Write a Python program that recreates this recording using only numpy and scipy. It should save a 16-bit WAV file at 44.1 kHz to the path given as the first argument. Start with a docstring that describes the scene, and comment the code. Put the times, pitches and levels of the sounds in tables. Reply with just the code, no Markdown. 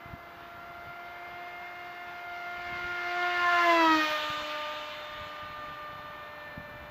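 """A small electric model plane makes a low, straight pass over an open field.
Its propeller whines in harmonics of the shaft turn, the even ones from the two blades, and its wash hisses;
both change colour from nose to tail. The pitch falls as it goes by and the echo off the ground sweeps
a comb through the sound. The open air hisses faintly, and a breeze rumbles and puffs at the microphone."""
import sys
import numpy as np
from scipy import signal
from scipy.io import wavfile

SR = 44100
rng = np.random.default_rng(int(sys.argv[2]) if len(sys.argv) > 2 else 0)


def store_pcm(level_fs):
    """Save levels as 16-bit WAV."""
    pcm = np.round(np.clip(level_fs, -1, 1) * 32767).astype(np.int16)
    wavfile.write(sys.argv[1], SR, np.atleast_2d(pcm).T)


N = 304290
TIME = np.arange(N) / SR
SPEED, SOUND_SPEED = 29.55, 343   # m/s
MISS_DISTANCE, PASS_TIME = 6.525, 3.837   # closest approach: m, s

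# listening directions for nose, bow, side, quarter and tail: angle off the nose/degrees
ANGLES = [5, 30, 90, 130, 170]
# the plane banks into the run, holds level and banks out: t/s, bank (1 = steep)
BANK = [(0.0, -0.16), (0.4, -0.67), (0.9, -0.29), (1.45, 0.17), (2.1, -0.005), (5.05, -0.32), (5.6, 0.49),
        (6.15, 0.59), (6.58, 1.19), (6.9, 0.79)]


def from_db(db):
    """Decibels to gain."""
    return 10 ** (np.asarray(db) / 20)


def rms_one(x):
    """Scale to rms 1."""
    return x / np.sqrt(np.mean(x ** 2) + 1e-20)


def bell(x, width):
    """A smooth hump of height 1 around zero."""
    return np.exp(-(x / width) ** 2)


def in_time(rows):
    """A breakpoint envelope at every sample."""
    times, values = np.transpose(rows)
    return np.interp(TIME, times, values)


def at_frequency(rows, frequency):
    """Each column of a spectrum table at one point of its logarithmic frequency axis."""
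    points, *columns = np.transpose(rows)
    return [np.interp(np.log(frequency), np.log(points), column) for column in columns]


def drift(rate_hz):
    """Smooth random modulation of rms 1, wandering at about the given rate."""
    hop, settle = 40, 2000   # samples per control step, steps of run-in
    pole = np.exp(-2 * np.pi * rate_hz * hop / SR)
    white = rng.standard_normal(N // hop + settle + 2)
    slow = signal.lfilter([1], [1, -2 * pole, pole * pole], white)[settle:]
    return np.interp(np.arange(N) / hop, np.arange(len(slow)), rms_one(slow))


def noise_bands(low_hz, high_hz):
    """Third-octave bands of noise at 0 dB per Hz, each with its centre frequency."""
    edges = np.geomspace(low_hz, high_hz, round(3 * np.log2(high_hz / low_hz)) + 1)
    white = rng.standard_normal((2, N)) * np.sqrt(SR / 2)
    for k, (low, high) in enumerate(zip(edges, edges[1:])):
        bandpass = signal.butter(2, (low, high), "band", fs=SR, output="sos")
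        yield np.sqrt(low * high), signal.sosfilt(bandpass, white[k % 2])


def flight():
    """Nearness (1 at the closest point) and the angle off the nose, in degrees, on a straight pass."""
    ahead = SPEED * (PASS_TIME - TIME)
    nearness = MISS_DISTANCE / np.hypot(MISS_DISTANCE, ahead)
    return nearness, np.degrees(np.arctan2(MISS_DISTANCE, ahead))


def shaft_phase(angle):
    """The motor's rotation as heard, in radians: never quite steady, and bent by the Doppler shift."""
    # motor speed before the shift: t/s, f/Hz
    motor_speed = [(0.0, 314), (0.6, 316.2), (1.55, 322.4), (2.0, 322.5), (2.4, 320.9), (2.9, 323.6),
                   (3.05, 322.5), (3.25, 326.2), (3.5, 325.2), (3.9, 325.8), (4.3, 325.2), (5.0, 326.5),
                   (6.0, 324.5), (6.3, 324.7), (6.6, 321), (6.9, 322.6)]
    doppler = 1 / (1 - SPEED / SOUND_SPEED * np.cos(np.radians(angle)))
    waver = .0004 * drift(5)
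    return 2 * np.pi * np.cumsum(in_time(motor_speed) * doppler * (1 + waver)) / SR


def brightness(nearness, near_tilt=2.02, loss_per_m=0.047, loss_banked=2.3):
    """Spectral tilt in dB per octave: the plane sounds duller when it is far off or steeply banked."""
    distance = MISS_DISTANCE / nearness
    return near_tilt - loss_per_m * distance - loss_banked * in_time(BANK)


def propeller(turn, angle, tilt, level_db=3.5, upper_lift_db=1.5, gap_width_deg=11.4):
    """Each turn sends out one pressure pulse; uneven inflow makes its harmonics shimmer."""
    # beams of the tones: shaft order, then level/dB at each of ANGLES
    tones = [(1, -37.5, -39, -32, -30.5, -51), (2, -29, -28, -30.5, -36, -32),
             (3, -41.5, -28.5, -25, -42.5, -38), (4, -30, -27.5, -30.5, -31, -30),
             (5, -39.5, -27, -41, -40.5, -41.5), (6, -29.5, -32, -32.5, -30, -42.5),
             (7, -53.5, -47, -53, -41, -55), (8, -45, -40, -40.5, -38.5, -44),
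             (9, -52, -52, -77, -52, -48.5), (10, -52, -50, -42.5, -44.5, -43.5),
             (11, -69, -68, -72, -47, -49.5), (12, -59.5, -58, -46.5, -48.5, -42),
             (13, -56.5, -54, -64, -53.5, -57), (14, -57, -66, -52.5, -49, -52),
             (16, -63, -67, -54, -60, -68), (18, -73, -62, -57, -64, -68), (20, -72, -69, -62, -59, -73),
             (22, -75, -76, -66, -60, -61), (24, -77, -77, -62, -79, -78)]
    # narrow gaps in the beams of the low tones: shaft order, angle off the nose/degrees, depth/dB
    beam_gaps = [(1, 137.6, 8), (1, 39, -0.5), (2, 108.7, 14.5), (4, 61, 19.5)]
    # banking swings the beams towards the listener: shaft order, gain at a steep bank/dB
    bank_swell = [(1, 0.5), (2, 2), (3, -0.5), (4, 3.2), (5, 1.5), (6, 15), (8, 7), (10, 0.5), (13, -1.5),
                  (14, 5.5), (16, 1)]
    # the second blade tone (order 4) swells and fades, most when far off: t/s, gain/dB
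    second_tone = [(0.0, -2.5), (0.9, 1.5), (1.45, -5), (2.1, 0.5), (3.0, 3), (3.5, 0.5), (5.1, -1),
                   (5.65, 3), (6.2, 1.5), (6.5, -5), (6.9, -7)]
    extra_db = {4: in_time(second_tone), 14: 3.5}   # the motor's fourteen magnets whine at order 14
    bank = in_time(BANK)
    sharpness_db = upper_lift_db + tilt   # the pulse is sharpest when the wash is brightest
    out = np.zeros(N)
    for order, *levels_db in tones:
        order = round(order)
        upper = np.interp(order, [5, 10], [0, 1])   # 0 for low harmonics, 1 for high ones
        gap_db = sum(depth * bell(angle - centre, gap_width_deg)
                     for gap_order, centre, depth in beam_gaps if round(gap_order) == order)
        swell_db = bank * at_frequency(bank_swell, order)[0]
        beam_db = np.interp(angle, ANGLES, levels_db) - gap_db + swell_db
        tone_db = level_db + upper * sharpness_db + beam_db + extra_db.get(order, 0)
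        flutter = .03 * np.sqrt(order) * drift(20)
        shimmer_db = (1.1 + 0.1 * upper) * drift(10.8)
        chirp = .25 * order ** 2   # higher harmonics arrive a little later and smear the pulse
        out += from_db(tone_db + shimmer_db) * np.cos(order * turn - chirp + flutter)
    return out


def wash(turn, angle, tilt, level_db=1.57, blade_chop=0.15, shaft_chop=0.066, patchy_db=1.45):
    """Turbulent hiss off the blades and wings, chopped by each blade, by one more than the other."""
    # colour of the hiss: f/Hz, then level/dB at each of ANGLES
    colour = [(250, -90, -107, -78, -78, -106), (497, -73.5, -76, -65.5, -74, -73.5),
              (930, -68.5, -68, -65.5, -69.5, -66.5), (1370, -67, -64, -61, -68, -66.5),
              (2200, -65, -67.5, -69.5, -70.5, -64), (3070, -72, -71.5, -69, -69, -68.5),
              (3800, -72, -77, -77, -73, -67.5), (5120, -82, -79, -77.5, -79.5, -89),
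              (6230, -83.5, -85.5, -82.5, -76.5, -77.5), (7570, -87, -84.5, -85, -91, -86),
              (11000, -103, -98, -93, -94, -96), (15000, -102, -100, -96, -95, -97.5)]
    hiss = np.zeros(N)
    for hz, band in noise_bands(180, 16000):
        octaves = np.log2(min(hz, 6000) / 1500)
        beam_db = np.interp(angle, ANGLES, at_frequency(colour, hz))
        hiss += from_db(beam_db + tilt * octaves + patchy_db * drift(5.9)) * band
    side_dip_db = 6 * bell(angle - 90, width=31.7)   # the wash dips in the plane of the propeller
    chop = 1 + blade_chop * np.cos(2 * turn) + shaft_chop * np.cos(turn)
    return hiss * from_db(level_db - side_dip_db) * chop


def ground_echo(direct, nearness, reflection=0.47, grazing_loss=0.18, grass_hz=4500, mic_height_m=1.6):
    """A dulled copy arrives off the grass, latest when the plane is high and near."""
    # the plane dives, skims the field and climbs away: t/s, height/m
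    height = [(0.0, 24), (0.7, 14.1), (1.4, 8.85), (2.0, 6.3), (2.8, 6.55), (3.4, 5.4), (3.87, 4.45),
              (4.2, 6.25), (5.2, 11.6), (6.0, 18.3), (6.9, 29.3)]
    dulled = signal.sosfilt(signal.butter(1, grass_hz, fs=SR, output="sos"), direct)
    detour_m = 2 * mic_height_m * in_time(height) * nearness / MISS_DISTANCE
    delayed = np.interp(TIME - detour_m / SOUND_SPEED, TIME, dulled)
    return reflection * nearness ** grazing_loss * delayed


def field():
    """Steady, faint hiss of the open air."""
    # colour of the ambience: f/Hz, level/dB per Hz
    colour = [(60, -91.5), (250, -87.5), (500, -86), (900, -80.5), (1400, -81), (2200, -102.5), (3000, -99),
              (5300, -105), (15000, -106)]
    return sum(from_db(at_frequency(colour, hz)[0]) * band for hz, band in noise_bands(45, 16000))


def breeze(steady_db=-2.0, swell_db=-1.5, lumpy_db=4.0):
    """Lumpy low rumble of air over the microphone, with brief low swells adding their power to it."""
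    # envelope of the steady flow: t/s, level/dB
    flow = [(0.0, -56.5), (1.59, -66), (2.59, -64), (6.42, -59), (6.9, -60)]
    # gusts, and at 3.934 s a brief low rumble as the plane passes closest:
    # t/s at the crest, level/dB, half length/s
    swells = [(0.114, -48, 0.038), (0.7, -51, 0.011), (0.873, -55, 0.045), (1.308, -55, .025),
              (1.907, -53, .02), (2.786, -51.5, 0.16), (3.365, -53, 0.019), (3.934, -54, .05),
              (4.313, -57, .025), (4.415, -51.5, .03), (5, -53.5, 0.025), (5.214, -49, 0.035),
              (5.48, -54, .06), (5.683, -49, .07), (5.995, -55, 0.12), (6.584, -40, 0.017), (6.8, -49, .11)]
    # colour of the rumble: f/Hz, level/dB
    colour = [(25, -10), (45, 1.5), (80, 4), (130, 2.5), (200, -2.5), (300, -5), (500, -58)]
    flow_power = from_db(in_time(flow) + steady_db) ** 2
    swell_power = sum(from_db(db + swell_db) ** 2 * bell(TIME - t, width) for t, db, width in swells)
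    rumble = sum(from_db(at_frequency(colour, hz)[0]) * band for hz, band in noise_bands(22, 500))
    lumps = from_db(lumpy_db * drift(25))
    return np.sqrt(flow_power + swell_power) * rms_one(rumble * lumps)


def puffs(level_db=-1.4, typical_width_s=0.0015, peak_delay_s=0.0052):
    """Each eddy is one brief swing of pressure: a suck, a push and a suck."""
    # single eddies that hit the microphone: t/s, level/dB
    eddies = [(0.134, -36), (0.899, -51), (4.298, -35), (5.21, -42), (5.496, -42), (5.928, -41),
              (5.991, -41), (6.098, -43), (6.574, -32), (6.615, -42), (6.683, -45), (6.751, -44),
              (6.889, -41.5)]
    out = np.zeros(N)
    for t, db in eddies:
        width = typical_width_s * from_db(rng.normal())
        from_peak = (TIME - t - peak_delay_s) / width
        out += from_db(db + level_db) * (1 - from_peak ** 2) * np.exp(-from_peak ** 2 / 2)
    return out


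def scene():
    """The plane and its echo, falling off with distance, over the field and the breeze."""
    # the plane's loudness wanders a little on its way: t/s, gain/dB
    loudness = [(0.0, .5), (0.9, 0.4), (1.4, 2), (1.9, -0.3), (2.27, -2.5), (2.7, -0.1), (3.4, 0.62),
                (4.5, -0.3), (5.0, -0.5), (5.7, -1), (6.9, 0)]
    nearness, angle = flight()
    turn = shaft_phase(angle)
    tilt = brightness(nearness)
    gain = nearness * from_db(in_time(loudness))
    plane = gain * (propeller(turn, angle, tilt) + wash(turn, angle, tilt))
    return (plane + ground_echo(plane, nearness) + field() + breeze() + puffs())[None]


def record(dry, notch_hz=9050, cutoff_hz=15400):
    """The small camera colours the sound with one broad treble notch and a steep top cut."""
    cosine = np.cos(2 * np.pi * notch_hz / SR)
    notch = np.array([1, -2 * cosine, 1]) / (2 - 2 * cosine)
    top_cut = signal.ellip(12, .1, 80, cutoff_hz, fs=SR, output="sos")
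    return signal.sosfilt(top_cut, signal.lfilter(notch, [1], dry))


dry = scene()
out = record(dry)
store_pcm(out)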